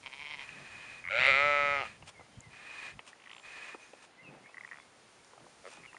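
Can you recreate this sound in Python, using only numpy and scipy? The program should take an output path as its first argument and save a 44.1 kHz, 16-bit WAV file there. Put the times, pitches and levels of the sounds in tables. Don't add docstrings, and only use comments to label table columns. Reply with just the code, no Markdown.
import sys
import numpy as np
from scipy import signal
from scipy.fft import rfft, irfft, next_fast_len
from scipy.io import wavfile
from scipy.ndimage import uniform_filter1d, map_coordinates

SR = 44100
rng = np.random.default_rng(int(sys.argv[2]) if len(sys.argv) > 2 else 0)


def persist_wave(psi):
    counts = np.round(np.clip(psi, -1, 1) * 32767).astype(np.int16)
    wavfile.write(sys.argv[1], SR, np.atleast_2d(counts).T)


N = 263718


def amp(db):
    return 10 ** (np.asarray(db) / 20)


def unit(x):
    return x / np.sqrt(np.mean(x ** 2) + 1e-20)


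def at_peak(x, db):
    return amp(db) * x / np.abs(x).max()


def levelled(x):
    power = uniform_filter1d(uniform_filter1d(x ** 2, size=1400), size=1400)
    return x / np.sqrt(np.abs(power) + 1e-9)


def clock():
    return np.arange(N) / SR


def curves(rows):
    times, *columns = np.transpose(rows)
    return [np.interp(clock(), times, column) for column in columns]


def swell(rows, fade_s):
    inside_s = np.minimum(clock() - rows[0][0], rows[-1][0] - clock())
    return amp(curves(rows)[-1]) * np.clip(1 + inside_s / fade_s, 0, 1)


def gate(start_s, end_s, attack_s, release_s):
    return np.clip(.5 + np.minimum((clock() - start_s) / attack_s, (end_s - clock()) / release_s), 0, 1)


def bumps(rows):
    return sum(amp(db) * np.exp(-.5 * ((clock() - s) / sigma_s) ** 2) for s, sigma_s, db in rows)


def wobble(rate_hz):
    return map_coordinates(rng.standard_normal(int(N * rate_hz / SR) + 4), [np.arange(N) * rate_hz / SR])


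def colour(x, spectrum, peaks=()):
    size = 2 * next_fast_len(len(x) // 2 + 2048)
    hz = np.fft.rfftfreq(size, 1 / SR)
    outline_hz, outline_db = np.transpose(spectrum)
    db = np.interp(np.log(hz + 1), np.log(outline_hz + 1), outline_db)
    for centre_hz, width_hz, lift_db in peaks:
        db = db + lift_db / (1 + (2 * (hz - centre_hz) / width_hz) ** 2)
    cepstrum = irfft(np.log(unit(amp(db)) + 1e-6))
    cepstrum[1:size // 2] *= 2
    cepstrum[size // 2 + 1:] = 0
    return irfft(rfft(x, size) * np.exp(rfft(cepstrum)))[:len(x)]


def noise(spectrum, peaks=()):
    return unit(colour(rng.standard_normal(N), spectrum, peaks))


def burst(t, t60_s, spectrum):
    return colour(rng.standard_normal(len(t)) * amp(-60 * t / t60_s), spectrum)


def resonance(x, hz, width_hz):
    carrier = np.exp(2j * np.pi * np.cumsum(np.broadcast_to(hz, N)) / SR)
    pole = np.exp(-np.pi * width_hz / SR)
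    return 2 * np.real(carrier * signal.lfilter([1 - pole], [1, -pole], x / carrier))


def add(track, start_s, sound):
    part = track[max(round(start_s * SR), 0):][:len(sound)]
    part += sound[:len(part)]


def open_air():
    # frequency_hz, level_db
    air_spectrum = [(30, -25), (70, -13), (140, -5), (300, -3), (800, -2.5), (1300, -5), (2200, -6.5),
                    (5000, -17.5), (11000, -55.5)]
    blade_spectrum = [(1000, -10), (2500, -2), (5000, 0.5), (8800, 0.5), (10000, -3), (11400, -21)]
    # time_s, level_db
    hiss_level = [(0, -64), (3.2, -69.5), (3.9, -65), (4.15, -72.5), (4.6, -68), (5.98, -64.5)]
    hiss = amp(curves(hiss_level)[0] + .6 * wobble(14)) * noise(blade_spectrum)
    return amp(-62) * noise(air_spectrum) + hiss


def wind(lumps_db=3.5):
    # time_s, level_db
    gust = [(0, -70.5), (1.05, -67), (1.17, -53.5), (1.82, -54.5), (2.12, -67), (2.8, -74), (3.1, -87),
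            (5.98, -77.5)]
    # centre_s, sigma_s, level_db
    puffs = [(2.035, 0.015, -58.5), (2.385, 0.011, -48.5), (2.48, 0.011, -53.5), (2.96, 0.025, -56)]
    # frequency_hz, level_db
    buffet_spectrum = [(13, -54), (22, -31), (48, -6), (107, -2.5), (210, -7.5), (280, -14.5), (430, -45),
                       (730, -120)]
    strength = amp(curves(gust)[0] + lumps_db * wobble(23.9)) + bumps(puffs)
    return amp(-1) * strength * levelled(noise(buffet_spectrum, peaks=[(116, 55, 3.5)]))


def vocal_folds(pitch_hz, pulse_at_s, roughness, jitter, shimmer_db):
    roughness = np.broadcast_to(roughness, N)
    cycles = np.cumsum(pitch_hz * (1 + jitter * roughness * wobble(90))) / SR
    cycles -= np.interp(pulse_at_s, clock(), cycles)
    closures = np.interp(np.arange(np.ceil(cycles[0]) + 2, cycles[-1] - 2), cycles, np.arange(N))
    whole = closures.astype(int)
    shimmer = amp(shimmer_db * roughness[whole] * rng.standard_normal(len(closures)))
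    heights = np.sqrt(SR / pitch_hz[whole]) * shimmer
    taps = whole[:, None] + np.arange(-7, 9)
    offset = taps - closures[:, None]
    shapes = heights[:, None] * np.sinc(offset) * np.sinc(offset / 8)
    pulses = np.bincount(taps.ravel(), shapes.ravel(), N)
    puffs = unit(rng.standard_normal(N) * (np.exp(-9 * (cycles % 1)) + 0.14))
    return (pulses + roughness * puffs) / np.sqrt(1 + roughness ** 2)


def rattling_bleat():
    # time_s, pitch_hz
    pitch = [(0, 131.6), (.124, 133.4), (.18, 139.7), (.23, 145.5), (.3, 147.3), (.335, 151.7),
             (.36, 140.2), (.44, 133.4)]
    # time_s, level_db
    quaver = [(.034, -52), (.054, -56), (.061, -42), (.076, -44), (.09, -59), (.11, -55.5), (.137, -44.5),
              (.163, -54.5), (.192, -46.5), (.222, -44), (.238, -48), (.263, -43), (.288, -47.5),
              (.308, -43), (.346, -42), (.366, -54), (.398, -43.5), (.425, -46.5), (.437, -52)]
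    # frequency_hz, level_db
    throat = [(200, -16), (600, -12.5), (980, -8.5), (1450, -11), (1800, -8.5), (2200, -0.5), (2700, -2),
              (3200, -9), (3800, -7), (4900, -15.5), (5500, -13), (6400, -36), (10000, -58)]
    # centre_hz, width_hz, lift_db
    formants = [(970, 310, 11), (2020, 300, 5.5), (2460, 110, 5.5), (3160, 250, 12.5)]
    # time_s, centre_hz
    sinking_ring = [(.06, 2260), (.22, 2270), (.43, 2020)]
    source = vocal_folds(curves(pitch)[0], pulse_at_s=.304, roughness=.48, jitter=.035, shimmer_db=2)
    voice = colour(source, throat, formants)
    voice += 1.54 * resonance(voice, curves(sinking_ring)[0], width_hz=180)
    return levelled(voice) * swell(quaver, fade_s=.008)


def snuffles(flutter_db=0.77, gain_db=2.1):
    # start_s, length_s, level_db, growth_db
    breaths = [(0.391, .63, -52.5, .5), (1.838, 0.12, -45.5, -11.5), (2.516, 0.39, -56, 11),
               (3.437, 0.3, -52.5, 4.5), (3.799, 0.078, -57.5, -0.5), (3.91, 0.13, -71, 11),
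               (5.67, 0.2, -64.5, 0)]
    # frequency_hz, level_db
    muzzle = [(150, -13), (600, -4), (1200, 1), (1450, -2), (1900, 6), (2250, 0.5), (2900, -2), (3500, -6),
              (4000, -5.5), (5500, -13.5), (8600, -12.5), (10500, -29)]
    # centre_hz, width_hz, lift_db
    nostril = [(1733, 130, 5), (2473, 190, 16.5)]
    flow = np.zeros(N)
    for start_s, length_s, level_db, growth_db in breaths:
        progress = np.clip((clock() - start_s) / length_s, 0, 1)
        envelope = gate(start_s, start_s + length_s, attack_s=0.04, release_s=0.086)
        flow += amp(level_db + growth_db * progress) * envelope
    return flow * amp(gain_db + flutter_db * wobble(70)) * noise(muzzle, nostril)


def creaks(attack_s=0.0011, rise_per_s=4):
    # first_s, last_s, count, first_peak_db, last_peak_db, ring_hz, tick_over_ring_db
    runs = [ (.491, .491, 1, -33.5, -34, 2580, -6), (1.041, 1.052, 2, -35, -30.5, 2100, -13),
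            (1.064, 1.064, 1, -31, -38, 2030, -5), (1.075, 1.086, 2, -27, -25, 2080, -10),
            (3.131, 3.1315, 1, -43, -42.5, 1854, -7), (3.261, 3.2725, 2, -45, -40, 1860, -4),
            (3.304, 3.304, 1, -41.5, -43, 1910, -8), (4.4596, 4.4593, 1, -41, -40.5, 1740, 1),
            (4.544, 4.545, 1, -39.5, -38, 1900, -14), (4.57, 4.581, 2, -38, -34, 1930, -15),
            (4.609, 4.609, 1, -36, -36.5, 2000, -8), (4.6355, 4.648, 2, -41, -35, 1860, -15),
            (4.676, 4.69, 2, -41, -42, 2170, 2), (4.713, 4.72, 2, -34, -34.5, 1830, -11),
            (4.731, 4.743, 2, -36, -40, 1870, -5), (4.758, 4.7995, 4, -41, -39, 2040, 7),
            (5.836, 5.8594, 4, -45, -39.5, 2150, -5), (5.931, 5.967, 2, -41, -38.5, 1840, -1), ]
    # frequency_ratio, level_db, t60_s (for a 2000 Hz ring)
    modes = [(.57, -3, 0.03), (.86, -4, 0.013), (1.028, 19.5, 0.012), (1.32, -3, 0.01)]
    # frequency_hz, level_db
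    tick_spectrum = [(400, -21), (1050, 6), (2400, 7), (3400, -15.5), (5200, -27)]
    out, t = np.zeros(N), np.arange(SR // 20) / SR
    bent_time = t * (1 + rise_per_s * (t - .005))
    for first_s, last_s, count, first_db, last_db, ring_hz, tick_db in runs:
        age = t * ring_hz / 2000
        phase = 2 * np.pi * ring_hz * bent_time
        for start_s, peak_db in np.linspace((first_s, first_db), (last_s, last_db), count):
            ring = sum(amp(level_db + rng.standard_normal() - 60 * age / t60_s) * np.sin(ratio * phase)
                       for ratio, level_db, t60_s in modes)
            ring *= 1 - np.exp(-t / attack_s)
            tick = burst(t, t60_s=0.0059, spectrum=tick_spectrum)
            add(out, start_s, at_peak(unit(ring) + amp(tick_db) * unit(tick), peak_db))
    return out


def friction(strokes, spectrum, grain_db):
    return bumps(strokes) * unit(noise(spectrum) * amp(grain_db * wobble(250)))


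def shuffles():
    # centre_s, sigma_s, level_db
    strokes = [(.59, 0.05, -58), (2.205, 0.014, -61), (4.33, 0.064, -54.5), (5.44, 0.045, -59),
               (5.81, 0.032, -58.5)]
    # frequency_hz, level_db
    turf = [(60, -60), (140, 2.5), (200, -4), (260, -4), (450, -6), (900, -11.5), (1400, -17), (2500, -24),
            (5000, -40)]
    return friction(strokes, turf, grain_db=2.5)


def bird_whistles(waver=0.024, echo_db=-6, echo_t60_s=.4):
    # start_s, length_s, start_hz, end_hz, level_db
    notes = [(0.795, 0.053, 3250, 2920, -59), (2.132, 0.11, 2270, 1970, -59.5), (2.3, .11, 3120, 3030, -68),
             (2.405, 0.09, 2170, 2000, -61), (2.57, .07, 2200, 2080, -61), (3.286, 0.2, 7250, 7450, -71),
             (3.793, 0.1, 5900, 6750, -69), (4.17, 0.065, 1966, 2150, -57), (4.224, 0.088, 2820, 2440, -56),
             (4.432, 0.06, 2015, 2350, -58.5), (4.48, .06, 2500, 2720, -67), (4.73, 0.12, 3150, 3560, -71),
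             (4.795, 0.093, 2220, 2130, -68), (5.865, 0.049, 2880, 2580, -57.5)]
    out, unsteady = np.zeros(N), 1 + waver * wobble(550)
    for start_s, length_s, start_hz, end_hz, level_db in notes:
        progress = np.linspace(0, 1, round(length_s * SR))
        glide_hz = start_hz + (end_hz - start_hz) * progress
        hz = glide_hz * unsteady[round(start_s * SR):][:len(progress)]
        envelope = amp(level_db) * np.sqrt(2) * np.sin(np.pi * progress)
        add(out, start_s, envelope * np.sin(2 * np.pi * np.cumsum(hz) / SR))
    tail = rng.standard_normal(SR // 2) * amp(-60 * np.arange(SR // 2) / SR / echo_t60_s)
    return out + amp(echo_db) * signal.fftconvolve(out, tail / np.linalg.norm(tail))[:N]


def fold_rebound(source, share=.7, scatter=.06, tighten_s=1.271):
    # time_s, rate_hz
    bounce_rate = [(1.15, 737), (1.2, 866), (1.24, 935)]
    delay_s = (1 + scatter * wobble(130)) / curves(bounce_rate)[0]
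    slap = map_coordinates(source, [np.arange(N) - delay_s * SR])
    return source + share * (clock() < tighten_s) * slap


def vocal_tract(source, mouth_shape):
    # frequency_hz, level_db
    opening = [(100, -58.5), (350, -14), (600, -6.5), (1050, -18), (1400, -6.5), (1750, -5), (2550, 2.5),
               (3300, -13), (3800, -9.5), (4700, -23.5), (5200, -28), (7400, -27.5), (11000, -54)]
    wide = [(100, -40), (300, -24.5), (500, -10), (1000, -18), (1600, -10.5), (2350, -2), (2800, -10),
            (3900, -14.5), (4700, -22), (5200, -31), (8000, -29.5), (11000, -67)]
    held = [(100, -28.5), (290, -22), (450, -14), (850, -8.5), (1050, -14), (1600, -11), (2400, -8),
            (2650, -14.5), (3050, -16.5), (3400, -24), (4800, -31.5), (7400, -38), (11000, -55)]
    closing = [(100, -25), (300, -13.5), (500, -4.5), (850, -1.5), (1050, -9.5), (1600, -10), (2750, -3.5),
               (3600, -23.5), (4700, -22), (7500, -40), (11000, -48)]
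    # centre_hz, width_hz, lift_db
    opening_formants = [(553, 93, 17), (1387, 180, 15), (2190, 260, 7.5)]
    open_formants = [(588, 76, 14.5), (1307, 171, 17.5), (2065, 274, 11.5), (2393, 170, 7),
                     (3770, 230, 3.5)]
    closing_formants = [(780, 140, 3.5), (1257, 100, 19.5), (2100, 190, 7)]
    hollows = [(5030, 310, -11), (6460, 590, -17)]
    throats = [(opening, opening_formants + hollows), (wide, open_formants + hollows),
               (held, open_formants), (closing, closing_formants)]
    return sum(np.clip(1 - np.abs(mouth_shape - k), 0, 1) * colour(source, *throat)
               for k, throat in enumerate(throats))


def shifting_resonances(voice):
    # centre_s, sigma_s, level_db
    booms = [(1.15, 0.015, -12), (1.287, 0.0057, -3)]
    # time_s, missing_share
    soft_start = [(1.12, .45), (1.165, 0)]
    # time_s, centre_hz
    top_ring = [(1.29, 4670), (1.38, 4420), (1.46, 3950), (1.68, 3800), (1.8, 3384)]
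    top_hz, = curves(top_ring)
    voice = voice + bumps(booms) * resonance(voice, hz=563, width_hz=72)
    voice -= curves(soft_start)[0] * resonance(voice, hz=4300, width_hz=1500)
    voice += .6 * resonance(voice, top_hz, width_hz=220)
    voice -= .75 * resonance(voice, top_hz + 440, width_hz=280)
    return voice + .85 * resonance(voice, top_hz + 640, width_hz=270)


def close_bleat(hoarse_db=-29):
    # time_s, pitch_hz
    pitch = [(1.1, 95.9), (1.13, 109.4), (1.2, 127.8), (1.262, 130.9), (1.292, 140.5), (1.32, 130.5),
             (1.4, 141.9), (1.46, 146.2), (1.53, 144.6), (1.74, 142.2), (1.812, 134.6), (1.835, 110.6)]
    # time_s, level_db
    loudness = [(1.102, -41.5), (1.11, -34), (1.13, -32.5), (1.18, -28), (1.29, -22), (1.33, -25),
                (1.6, -28), (1.75, -30.5), (1.8, -34), (1.825, -35), (1.84, -42), (1.865, -44.5),
                (1.88, -57)]
    # time_s, roughness, mouth_shape
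    articulation = [(1.1, 0.29, 0), (1.2, 0.25, 0.5), (1.25, 0.22, .4), (1.285, .13, .85),
                    (1.355, .13, 1.26), (1.43, .13, 1.71), (1.74, .15, 2), (1.795, .25, 2.5),
                    (1.825, 0.3, 3), (1.88, 0.87, 3)]
    # frequency_hz, level_db
    hoarse_air = [(300, 2), (700, -17), (1500, -20), (2400, -11), (3400, 4), (4300, 1), (5100, -5.5),
                  (7200, -6.5), (11000, -31)]
    roughness, mouth_shape = curves(articulation)
    source = vocal_folds(curves(pitch)[0], pulse_at_s=1.109, roughness=roughness,
                         jitter=.015, shimmer_db=1)
    voice = shifting_resonances(vocal_tract(fold_rebound(source), mouth_shape))
    return (levelled(voice) + amp(hoarse_db) * noise(hoarse_air)) * swell(loudness, fade_s=0.01)


def stalks(gain_db=-4):
    # start_s, level_db, centre_hz
    snaps = [(1.266, -34, 9600), (2.091, -36, 3280), (2.406, -32.5, 7400), (5.247, -38, 5950)]
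    out, t = np.zeros(N), np.arange(SR // 30) / SR
    for start_s, level_db, hz in snaps:
        snap = burst(t, t60_s=0.003, spectrum=[(hz / 1.7, -36), (hz, 0), (1.3 * hz, -20)])
        add(out, start_s, at_peak(snap, level_db + gain_db))
    return out


def hooves(t60_s=0.033, gain_db=-1):
    # start_s, level_db, click_over_thud_db
    knocks = [(2.024, -44.5, 1), (2.195, -44.5, -14), (2.209, -43, -15), (2.992, -36, 3.5),
              (3.745, -35, -16), (3.934, -41, -5.5), (4.492, -49.5, -3), (5.333, -43.5, -24),
              (5.377, -43, -30), (5.404, -49, -21), (5.464, -46.5, -26), (5.773, -43, -13),
              (5.945, -41.5, -8)]
    # frequency_hz, level_db
    thud_spectrum = [(40, -53), (130, -25), (300, -1), (550, 4.5), (1200, 2.5), (1800, -22), (5000, -58)]
    click_spectrum = [(900, -52), (1900, -4), (2600, 7.5), (3600, -14), (4800, -30), (11000, -55)]
    out, t = np.zeros(N), np.arange(SR // 12) / SR
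    for start_s, level_db, click_db in knocks:
        thud = at_peak(burst(t, t60_s, thud_spectrum), level_db)
        click = at_peak(burst(t, t60_s, click_spectrum), level_db + click_db)
        add(out, start_s, thud + click)
    return amp(gain_db) * out


def swishes():
    # centre_s, sigma_s, level_db
    strokes = [(2.088, 0.014, -50.5), (3.085, 0.018, -52.5), (4.035, 0.017, -57), (4.67, .025, -64),
               (5.72, 0.036, -54)]
    # frequency_hz, level_db
    grass = [(290, -64), (500, -9), (1020, -3), (2180, -10), (2450, -2), (4120, -12.5), (8720, -11),
             (12000, -38)]
    return friction(strokes, grass, grain_db=3.0)


def trill(start_s=3.201, first_gap_s=.0202, first_sigma_s=.0029, first_hz=2337, climb_hz=71):
    # time_s, peak_db
    loudness = [(3.2, -49.5), (3.27, -49.5), (3.32, -38.5), (3.38, -41.5), (3.4, -45)]
    # frequency_hz, level_db
    chirp_spectrum = [(500, -18), (1100, 7), (1550, -5), (2000, -1), (3100, -1), (3700, -6), (4300, -11),
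                      (6000, -18), (10000, -30)]
    out, t = np.zeros(N), np.arange(-(SR // 100), SR // 100) / SR
    for k in range(12):
        stretch, detune = 1 + rng.standard_normal(2) * [.16, .04]
        sigmas = t / (first_sigma_s * .94 ** k * stretch)
        hz = detune * (first_hz + k * climb_hz) + 676 * sigmas
        gritty_tone = np.sin(2 * np.pi * np.cumsum(hz) / SR) + rng.standard_normal(len(t))
        chirp = colour(np.exp(-.5 * sigmas ** 2) * gritty_tone, chirp_spectrum)
        peak_db = np.interp(start_s, *np.transpose(loudness))
        add(out, start_s + t[0], at_peak(chirp, peak_db))
        start_s += first_gap_s * .976 ** k
    return out


def grunt():
    # time_s, pitch_hz, level_db
    contour = [(5.643, 92.3, -54), (5.655, 89.5, -47), (5.668, 93.9, -44), (5.682, 97, -49)]
    # frequency_hz, level_db
    throat = [(120, -38), (274, -34), (362, -12), (516, 3.5), (691, -8), (832, -20), (1280, -7),
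              (1520, -22), (2170, -10), (2490, -25), (4500, -29), (8000, -60)]
    source = vocal_folds(curves(contour)[0], pulse_at_s=5.643, roughness=.4, jitter=.04, shimmer_db=2)
    return unit(colour(source, throat)) * swell(contour, fade_s=0.0098)


def scene():
    background = open_air() + wind() + bird_whistles()
    voices = rattling_bleat() + snuffles() + creaks() + close_bleat() + trill() + grunt()
    feet = shuffles() + stalks() + hooves() + swishes()
    return (background + voices + feet)[None]


def record(dry, notch_hz=7930, notch_width_hz=360, notch_db=-9.5, cutoff_hz=11200):
    size = next_fast_len(N + SR // 4)
    hz = np.fft.rfftfreq(size, 1 / SR)
    notch = amp(notch_db / (1 + (2 * (hz - notch_hz) / notch_width_hz) ** 2))
    low_pass = 1 / np.sqrt(1 + (hz / cutoff_hz) ** 90)
    return irfft(rfft(dry, size) * notch * low_pass, size)[:, :N]


dry = scene()
out = record(dry)
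persist_wave(out)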